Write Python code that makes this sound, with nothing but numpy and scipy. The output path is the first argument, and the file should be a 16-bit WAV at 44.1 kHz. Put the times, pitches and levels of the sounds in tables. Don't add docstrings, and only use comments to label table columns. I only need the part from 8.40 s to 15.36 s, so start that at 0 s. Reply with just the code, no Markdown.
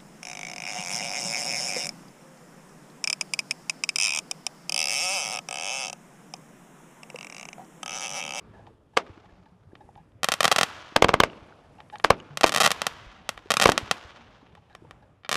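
import sys
import numpy as np
from scipy import signal
from scipy.io import wavfile

SR = 44100
rng = np.random.default_rng(int(sys.argv[2]) if len(sys.argv) > 2 else 0)


def int16_out(signal):
    q = np.round(np.clip(np.atleast_2d(signal).T, -1, 1) * 32767)
    wavfile.write(sys.argv[1], SR, q.astype(np.int16))


def convert_level_to_amplitude(level_db):
    exponent = np.asarray(level_db, float) / 20
    return 10 ** exponent


N = 306936

# (frequency [Hz], level [dB per Hz])
TOWN_SPECTRUM = [(13, -40), (22, -3.5), (87, 3.5), (162, -2), (407, -11.5), (844, -18), (1700, -26.5),
                 (1900, -23.5), (2620, -33.5), (4150, -38.5), (11300, -52.5), (14000, -77)]
# (time [s], level [dB])
TOWN_LEVELS = [(0, -52.5), (0.299, -51), (0.499, -58.5), (.85, -56), (1.2, -60), (1.5, -54.5), (3.2, -53.5),
               (5.9, -54), (6.2, -56), (6.45, -55), (6.7, -58), (6.96, -63)]
# (loudest time [s], level [dB])
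TAILS = [
    (0, -87),
    (.62, -82.5),
    (1.5, -77),
    (2.95, -75.5),
    (3.62, -68),
    (5.85, -90.5),
    (6.45, -82.5),
]
# (time [s], peak level [dB], ring [Hz], time to fall 60 dB [s])
KNOCKS = [(0.071, -57, 423, 0.059), (0.194, -50, 680, 0.03), (0.306, -53.5, 460, 0.072),
          (0.694, -46, 352, 0.029), (0.775, -45, 328, 0.033), (1.332, -38.5, 337, 0.015),
          (1.49, -48, 804, 0.032), (1.56, -49, 810, 0.03), (1.655, -56, 315, 0.027),
          (2.522, -42, 320, 0.021), (3.083, -51, 405, 0.032), (5.058, -41.5, 398, 0.024),
          (6.028, -49.5, 287, 0.038), (6.422, -47, 327, 0.041), (6.445, -51.5, 494, 0.04)]
# (time [s], peak level [dB], ring [Hz], time to fall 60 dB [s])
BOOMS = [(0.697, -40.5, 92, 0.1), (1.268, -47.5, 92, 0.11), (1.56, -42.5, 130, 0.036),
         (1.751, -46.5, 107, 0.1), (3.019, -42.5, 97, 0.058), (3.904, -45, 145, 0.38),
         (4.661, -41, 47.6, 0.18), (5.427, -31.5, 108, 0.046), (.92, -50, 50, .2), (1.44, -52, 50, .15),
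         (4.96, -50, 50, .15), (5.1, -48, 50, .12), (5.648, -40, 78.1, 0.066)]
# (time [s], peak level [dB], ring [Hz], time to fall 60 dB [s])
TICKS = [(2.899, -43, 2840, .012), (2.932, -47, 2750, .012), (3.124, -47.5, 1466, .015),
         (3.384, -57, 2760, 0.014), (3.584, -50, 4300, .006), (3.585, -50, 6800, .006),
         (3.585, -55, 8900, 0.0065), (3.626, -62, 7000, .006), (3.801, -40, 2900, .012),
         (3.801, -51, 6600, .008), (5.81, -55, 885, 0.027), (1.352, -65, 3740, .01),
         (6.45, -54, 900, 0.035), (6.329, -60, 4000, .008), (6.36, -74, 5500, .09),
         (6.322, -60, 1700, .015), (.86, -59, 181, .35), (.98, -55.5, 180, 0.29), (1.12, -53.5, 181, 0.17),
         (5.79, -57, 236, 0.24), (6.13, -54.5, 165.6, 0.16), (1.6, -56, 162, .2)]
# (time [s], peak level [dB], ring [Hz], time to fall 60 dB
# [s])
SLAPS = [(.5825, -29, 2800, .004), (.5735, -14, 2300, .004), (2.7345, -22, 900, .008),
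         (2.8025, -12, 3100, .005), (2.812, -28, 3000, .015), (2.8365, -12, 1500, .004),
         (3.6435, -18, 4800, .004), (4.0392, -13, 5000, .0015), (4.0407, -12, 1100, .003),
         (4.0427, -3, 2300, .004), (3.646, -22, 330, .03), (4.043, -22, 330, .03), (5.258, -22, 320, .03),
         (2.563, -18, 280, .03)]
# (time [s], peak level [dB], second note [dB], rattle length [s])
CLINKS = [(.134, -47.5, -8, 0.054), (.16, -49.5, -10, 0.12), (.271, -41.5, -18, 0.02),
          (.533, -54, -9, .029), (.842, -49, -13, 0.024), (.885, -64, 5, 0.024), (1.057, -51, -6, 0.02),
          (1.315, -63, 1, 0.03), (1.373, -64, -13, .035), (1.404, -46, -12, 0.031), (1.439, -61, -15, .026),
          (1.574, -43.5, -17, 0.021), (1.591, -52, -11, .025), (3.235, -51.5, -9.5, 0.033),
          (3.384, -43.5, -14, 0.05), (3.524, -37.5, -7.5, 0.06), (6.169, -47.5, -21, 0.021),
          (6.298, -56.5, 3, 0.084), (6.623, -51, -4, 0.026)]
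SHEET_NOTES = 840, 1690, 2700, 3740, 4700
# (time [s], peak level [dB], push length [ms], gas leak ahead [dB], low thump [dB])
LIFTS = [(.5700, -5, 0.23, -34.5, -29), (0.5742, -1, 0.21, -16, -38), (2.5606, -9.5, 0.45, -40.5, -26),
         (2.5628, -3, 0.2, -14, -27.5), (2.5640, 3.5, 0.24, -9.5, -15), (2.6220, -15.5, .047, -35, -28),
         (2.6240, 7, 0.25, -8.5, -25), (2.6454, 2.5, 0.52, -15, -21.5), (2.686, -9, .1, -32, -32.5),
         (2.6921, 0, 0.34, -23.5, -17), (2.7413, 2.5, 0.37, -18.5, -14.5), (2.8033, 4, 0.33, -8.5, -19),
         (2.8364, 2.5, 0.22, -19, -31), (3.6425, -13.5, 0.11, -28.5, -37), (3.6468, 3, 0.17, -19, -11),
         (3.7053, 5.5, 0.38, -11, -16), (4.0425, 7, 0.25, -12, -11), (5.2579, 8.5, 0.37, -11, -7.5),
         (5.2918, 2, 0.37, -18, -25.5), (6.9554, -15.5, 0.16, -31.5, -48)]
# (ring [dB], pitch ratio [1], gas leak [ms], ground bounce [dB], echo send [dB])
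LIFT_TUBES = [(-1.5, .95, 6.1, -3.5, 3.5), (0.5, .95, 4.4, -9.5, 4.5), (0, 0.73, 3, -8.5, 1.5),
              (-1, 1.1, 1.8, -13.5, 0.5), (-0.5, 0.74, 1.2, -8.5, -0.5), (0, 1.1, 3.3, -11, 0.5),
              (-2.5, .95, 1.8, -10.5, -1.5), (-0.5, 0.7, 4.5, -8.5, 1), (-0.5, 1.01, 4, -13, 2.5),
              (0.5, 1.01, 5, -10, 2.5), (0.5, .95, 5, -6.5, -0.5), (2, 0.98, 3.5, -7, -0.5),
              (1.5, 1.01, 2.7, -7, -0.5), (0, 0.78, 2.2, -11, -1), (-0.5, 1.1, 3.8, -12.5, 1),
              (3.5, 1.02, 4.2, -6, -1.5), (2.5, 0.86, 4.5, -14, -1), (1, .95, 4.1, -11.5, 1),
              (1, 0.61, 5.4, -12, 1), (0.5, 1.1, 4.7, -17, 0.5)]
# (frequency [Hz], level [dB], time to fall 60 dB [s])
TUBE_NOTES = [
    (570, -13.5, 0.0055),
    (1230, -4, 0.004),
    (2200, -15.5, 0.0061),
    (2500, -15.5, 0.00063),
]
# (frequency [Hz], near level [dB], near time to fall 60 dB [s],
# yard level [dB], yard time to fall 60 dB [s], far level [dB], far time to fall 60 dB [s])
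GROUND_ECHOES = [(91, -30, 0.005, -40.5, 0.18, -62, 1.1), (236, -38, 0.007, -42.5, 0.43, -67, 1.7),
                 (556, -31, 0.024, -37, 0.13, -64.5, 1.9), (1200, -30.5, 0.018, -46.5, 0.16, -67, 1.5),
                 (2850, -33.5, 0.013, -40.5, 0.14, -64.5, 1.4), (5470, -31, 0.0073, -41, 0.11, -67, 1.8),
                 (10000, -27.5, 0.011, -32.5, 0.065, -61.5, 0.54)]
# (delay [ms], level [dB])
GROUND_WALLS = [
    (11, -24),
    (25, -33),
    (96.5, -39.5),
    (99, -42.5),
    (101.5, -48.5),
    (204, -44.5),
]
# (time [s], peak level [dB])
STARS_1 = [(1.83249, -5.4), (1.84424, -1.9), (1.88714, -1.5), (1.91966, -2.3), (1.92254, -4.9),
           (1.93914, -4.8), (2.00633, -.3), (2.008, -2.5), (2.03091, -3.8), (2.04299, -3.2), (2.04558, -.9),
           (2.05322, 2.3), (2.05422, -2.5), (2.07907, -2.4), (2.11533, 1.2), (2.11776, 1.4), (2.12492, -1),
           (2.16206, .2), (2.18429, -2.9), (2.18728, 2.5), (2.21159, 1.6), (2.2319, 2)]
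STARS_2 = [(3.97317, -7.9), (4.01086, -6.7), (4.03338, -4.5), (4.03497, -6.3), (4.06356, -7.8),
           (4.06948, -8.6), (4.07705, -9.4), (4.08297, -14.2), (4.09392, -7), (4.12143, -8.9),
           (4.12635, -12.2), (4.14091, -9.1), (4.14753, -3.4), (4.16111, -5), (4.16222, -1.3),
           (4.17392, -4.7), (4.18227, -5.9)]
STARS_3 = [(4.20315, -1.4), (4.20549, -3.7), (4.20834, -1.6), (4.2107, -7.5), (4.21227, -4.7),
           (4.21469, -4.2), (4.21626, -5.1), (4.22093, -3), (4.23374, -3.5), (4.24059, -5.5),
           (4.24161, -3.7), (4.24644, -5.7), (4.24791, -6.5), (4.2505, -3), (4.25639, -6.8), (4.2607, -1.4),
           (4.2617, -2.3), (4.26279, -1.9), (4.26363, 1.1), (4.27544, -2.6), (4.30617, -5.8),
           (4.31651, -2.4), (4.41825, -5), (4.46769, -2.9)]
STARS_4 = [(4.89154, -5.8), (5.10472, -2.6), (5.10909, -3), (5.11794, -1.1), (5.13984, -5.2),
           (5.16932, -2.6), (5.17011, -3), (5.1993, -.8), (5.21435, -2.3), (5.21986, -1.6), (5.2234, -1.7),
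           (5.22456, -.7), (5.23363, -3.4), (5.24029, -2), (5.2717, -8.5), (5.28014, -7.7), (5.29753, -4.5),
           (5.31927, -4.4), (5.37812, 1.3), (5.51224, 1.4)]
STARS_5 = [(6.89274, -6.9), (6.91472, -6.7), (6.91959, -11.9), (6.92803, -4.2), (6.94311, -7.5),
           (6.9554, -9.5)]
# (stars (time [s], peak level [dB]), bounce lag [ms])
SHELLS = [
    (STARS_1, 1.56),
    (STARS_2, 1.59),
    (STARS_3, 1.56),
    (STARS_4, 1.58),
    (STARS_5, 1.64),
]
# (time [s], peak level [dB], snap [dB])
FAR_POPS = [(.266, -40, -37), (.664, -42, -22), (.858, -54, -33), (.895, -55, -22), (0.962, -56, -32),
            (1.056, -52, -35), (1.352, -33, -38.5), (1.553, -43, -36.5), (1.718, -54, -35.5),
            (3.402, -30.5, -38), (3.498, -34, -36), (3.555, -26.5, -28.5), (3.597, -28, -24),
            (4.975, -26, -21.5), (5.693, -38, -30), (6.15, -40.5, -17), (6.297, -48.5, -28),
            (6.349, -34.5, -10.5), (6.508, -33, -14.5), (6.833, -42, -38)]
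# (frequency [Hz], near level [dB], near time to fall 60 dB [s],
# yard level [dB], yard time to fall 60 dB [s], far level [dB], far time to fall 60 dB [s])
SKY_ECHOES = [(92, -29.5, 0.064, -37.5, 0.16, -53, 0.69), (244, -21.5, 0.025, -27, 0.035, -48, 1.2),
              (650, -26, 0.022, -48.5, 0.13, -63, 3.9), (1300, -40.5, 0.023, -40.5, 0.16, -54.5, 1.6),
              (2900, -27, 0.018, -38, 0.09, -58, 1.87), (5460, -43, 0.02, -37, 0.063, -59.5, 1.3),
              (8500, -39, 0.049, -46, 0.14, -60, 0.67)]
# (delay [ms], level [dB])
SKY_WALLS = [
    (47, -36),
    (82, -33.5),
    (100, -27),
    (181, -28.5),
    (195, -30.5),
]


def low_pass(x, hz):
    return signal.sosfilt(signal.butter(2, np.clip(hz, 50, 19000), fs=SR, output="sos"), x)


def high_pass(x, hz, order=2):
    return signal.sosfilt(signal.butter(order, hz, "high", fs=SR, output="sos"), x)


def band_pass(x, low_hz, high_hz, order=2):
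    return signal.sosfilt(signal.butter(order, [low_hz, high_hz], "band", fs=SR, output="sos"), x)


def ring(clicks, hz, t60):
    r, w = convert_level_to_amplitude(-60 / (t60 * SR)), 2 * np.pi * hz / SR
    return signal.lfilter([0, np.sin(w)], [1, -2 * r * np.cos(w), r * r], clicks + 1e-18)


def add(track, s, sound):
    i = max(round(s * SR), 0)
    track[i:i + len(sound)] += sound[:max(N - i, 0)]


def drift(rate, size):
    knots = rng.standard_normal(int(size * rate / SR) + 2)
    return np.interp(np.arange(size) * rate / SR, np.arange(len(knots)), knots)


def blast(push_ms, front_hz, fade=0.92):
    t = np.arange(400) / SR * 1000 / push_ms
    wave = low_pass((1 - t) * np.exp(-fade * t), front_hz)
    return wave / wave.max()


def bounced(wave, lag_ms, bounce_db, ground_hz):
    wait = np.zeros(round(lag_ms * SR / 1000))
    return np.r_[wave, wait] + convert_level_to_amplitude(bounce_db) * np.r_[wait, low_pass(wave, ground_hz)]


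def echo_field(bands, edge_s, arrives_s):
    size = int(1.6 * SR)
    t = np.arange(size) / SR
    centres = np.array(bands)[:, 0]
    edges = np.r_[30, np.sqrt(centres[1:] * centres[:-1]), 17000]
    lumps = convert_level_to_amplitude(3.2 * drift(60, size) + 3.5 * drift(400, size))
    far_rise = 1 - np.exp(-(t / arrives_s) ** 2)
    close, distant = np.zeros((2, size))
    for (hz, near_db, near, yard_db, yard, far_db, far), low, high in zip(bands, edges, edges[1:]):
        band = band_pass(rng.standard_normal((2, size)), low, high)
        close += band[0] * convert_level_to_amplitude(near_db - 60 * t / near)
        yard_fall = 1 + (hz > 900) * (t / edge_s) ** 6
        yard_level = convert_level_to_amplitude(yard_db - 60 * t / yard) / yard_fall
        far_level = lumps * convert_level_to_amplitude(far_db - 60 * t / far) * far_rise
        distant += band[1] * (yard_level + far_level)
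    wait = np.zeros(round(2.0 * SR / 1000))
    return np.r_[wait, close[:4000]], np.r_[wait, distant]


def echoed(direct, unbounced, bands, walls, wall_hz, edge_s, arrives_s):
    out = direct.sum(0)
    for heard, sent in zip(direct, unbounced):
        close, distant = echo_field(bands, edge_s, arrives_s)
        slaps = np.zeros(len(distant))
        for ms, db in walls:
            add(slaps, ms / 1000, convert_level_to_amplitude(db) * rng.normal(1, 0.18, 1))
        distant = distant + low_pass(slaps, wall_hz)
        out = out + signal.oaconvolve(heard, close)[:N]
        out = out + signal.fftconvolve(sent, distant)[:N]
    return out


def town():
    out, edges, points = 0, 20 * 2 ** np.arange(0, 10, .5), np.array(TOWN_SPECTRUM)
    white, together = rng.standard_normal((2, N)), drift(5.1, N)
    for k, (low, high) in enumerate(zip(edges, edges[1:])):
        band = band_pass(white[k % 2], low, high)
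        level_db = np.interp(np.log(low * high) / 2, np.log(points[:, 0]), points[:, 1])
        out = out + band * convert_level_to_amplitude(level_db + 2.5 * (together + drift(11.0, N)))
    s, db = np.transpose(TOWN_LEVELS)
    return out / out.std() * convert_level_to_amplitude(np.interp(np.arange(N) / SR, s, db))


def fizz():
    t = np.arange(N) / SR
    swell_db_per_s, fade_db_per_s = 36.5, 46
    level = 0
    for s, db in TAILS:
        level = level + convert_level_to_amplitude(db - np.maximum(swell_db_per_s * (s - t), fade_db_per_s * (t - s)))
    hiss = band_pass(rng.standard_normal(N), 4300, 11000, order=4)
    steady = band_pass(rng.standard_normal(N), 3000, 12300, order=4)
    grains = convert_level_to_amplitude(2.8 * drift(110, N))
    return 1.1 * level * hiss * grains + convert_level_to_amplitude(-88) * steady


def debris():
    out = np.zeros(N)
    for s, db, hz, t60 in KNOCKS + BOOMS + TICKS + SLAPS:
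        contact = np.hanning(2 + round(.4 * SR / hz))
        add(out, s, convert_level_to_amplitude(db) * ring(np.r_[2.5 * contact / contact.sum(), np.zeros(12000)], hz, t60))
    for s, db, second_db, rattle_s in CLINKS:
        t = np.arange(5000) / SR / rattle_s
        rattle = rng.standard_normal(5000) * np.sqrt(t) * np.exp(-3.5 * t) / 3
        upper_db = second_db - 24
        levels_db = db + np.array([0, second_db, upper_db - 4, upper_db + 5, upper_db - 8])
        sheet = sum(convert_level_to_amplitude(g_db) * ring(rattle, hz, t60=.03) for hz, g_db in zip(SHEET_NOTES, levels_db))
        scrape = convert_level_to_amplitude(db + 7.5) * band_pass(rattle, 400, 2800)
        add(out, s, 0.98 * sheet + scrape)
    return out


def gas_leak(leak_ms, leak_db, thump_db, pitch):
    count = round(np.clip(leak_ms, 1, 10) * SR / 1000)
    swell = np.r_[np.geomspace(convert_level_to_amplitude(-30), 1, count) ** .7, np.exp(-np.arange(200) / 60)]
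    noise = rng.standard_normal(900)[:len(swell)]
    hiss = band_pass(noise, 900, 3300)
    hiss += 1.7 * ring(noise, hz=920 * pitch, t60=0.0023) / 6
    hiss = high_pass(hiss, 350)
    pressure = convert_level_to_amplitude(thump_db - 8) * np.linspace(0, 1, count + 200) ** 2
    return count / SR, swell * (6.04 * convert_level_to_amplitude(leak_db) * hiss + pressure)


def uncorked_tube(push_ms, ring_db, pitch, bass_cut_hz):
    wave = low_pass(blast(push_ms, front_hz=6200, fade=0.61), 2100 / push_ms)
    kick = np.r_[np.diff(wave), np.zeros(1500)]
    tube = np.zeros(len(kick))
    for (hz, note_db, t60), spread_db in zip(TUBE_NOTES, rng.normal(0, 1.5, len(TUBE_NOTES))):
        tube += convert_level_to_amplitude(note_db + ring_db + spread_db) * ring(kick, pitch * hz, t60)
    tube[:len(wave)] += wave
    return high_pass(tube, bass_cut_hz)


def lifts():
    direct, sent = np.zeros((2, 2, N))
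    thump = low_pass(ring(np.r_[1, np.zeros(3000)], hz=88, t60=.016), 900)
    for k, (lift, lift_tube) in enumerate(zip(LIFTS, LIFT_TUBES)):
        s, db, push_ms, leak_db, thump_db = lift
        ring_db, pitch, leak_ms, bounce_db, send_db = lift_tube
        side = k % 2
        bass_cut_hz = 290 if k < 2 else 20
        tube = uncorked_tube(push_ms, ring_db, pitch, bass_cut_hz)
        add(sent[side], s, convert_level_to_amplitude(db + send_db) * tube)
        add(direct[side], s - .00015, convert_level_to_amplitude(db) * bounced(tube, 1.78, bounce_db, ground_hz=3100))
        add(direct[side], s - .001, convert_level_to_amplitude(thump_db) * thump)
        lead_s, leak = gas_leak(leak_ms, leak_db, thump_db, pitch)
        add(direct[side], s - lead_s, leak)
    return echoed(direct, sent, GROUND_ECHOES, GROUND_WALLS, wall_hz=5000, edge_s=.048, arrives_s=.075)


def far_pops(direct, sent):
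    volley = [(6.8445 + .008 * e, -30.5 - 4 * e - 3 * g, -36) for e, g in rng.exponential(1, (14, 2))]
    pop = low_pass(blast(0.074, front_hz=2860), 5500)
    snap = low_pass(blast(0.19, front_hz=11000), 11500)
    for s, db, snap_db in FAR_POPS + volley:
        wave = convert_level_to_amplitude(db) * (pop + convert_level_to_amplitude(snap_db + 18.5) * snap)
        add(sent, s + 0.0012, wave)
        add(direct, s + .002, bounced(wave, lag_ms=1.62, bounce_db=-3.5, ground_hz=6000))


def star_cracks(direct, sent):
    cracks = [(s, db, lag_ms) for table, lag_ms in SHELLS for s, db in table]
    chances = rng.standard_normal((len(cracks), 5))
    for (s, db, lag_ms), (side, higher, longer, harder, sharper) in zip(cracks, chances):
        k = int(side > 0)
        push_ms = 0.078 * np.exp(0.13 * longer) - 0.05 * max(db - 3, 0)
        wave = convert_level_to_amplitude(db + 0.8) * blast(1.63 * push_ms, front_hz=9400 * np.exp(.08 * sharper))
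        add(sent[k], s, wave)
        bounce_db = -3 + 1.2 * harder
        add(direct[k], s - 3 / SR, bounced(wave, lag_ms + .04 * higher, bounce_db, ground_hz=15200))


def stars():
    direct, sent = np.zeros((2, 2, N))
    star_cracks(direct, sent)
    far_pops(direct[0], sent[0])
    push = signal.lfilter([.05], [1, -.95], -np.maximum(direct.sum(0), 0))
    heave = high_pass(ring(push, hz=200, t60=.014), 150)
    bursts = echoed(direct, sent, SKY_ECHOES, SKY_WALLS, wall_hz=3500, edge_s=.5, arrives_s=0.052)
    return bursts + convert_level_to_amplitude(-30.0) * heave


def scene():
    return (town() + fizz() + debris() + convert_level_to_amplitude(-4.0) * lifts() + stars())[None]


def top_cut(x):
    return signal.sosfilt(signal.butter(12, 16510, fs=SR, output="sos"), x)


def record(dry):
    x = -dry[0]
    lag = round(0.39 * SR / 1000)
    x = x - convert_level_to_amplitude(-15.5) * low_pass(np.r_[np.zeros(lag), x[:-lag]], 3000)
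    x = high_pass(x, 59.5, order=1)
    x = np.clip(x, -1.02, 1.02)
    x = signal.sosfilt(signal.cheby2(8, 50, 16300, fs=SR, output="sos"), x)
    return top_cut(np.clip(x, -1, 1)[None])


dry = scene()
out = record(dry)
int16_out(out)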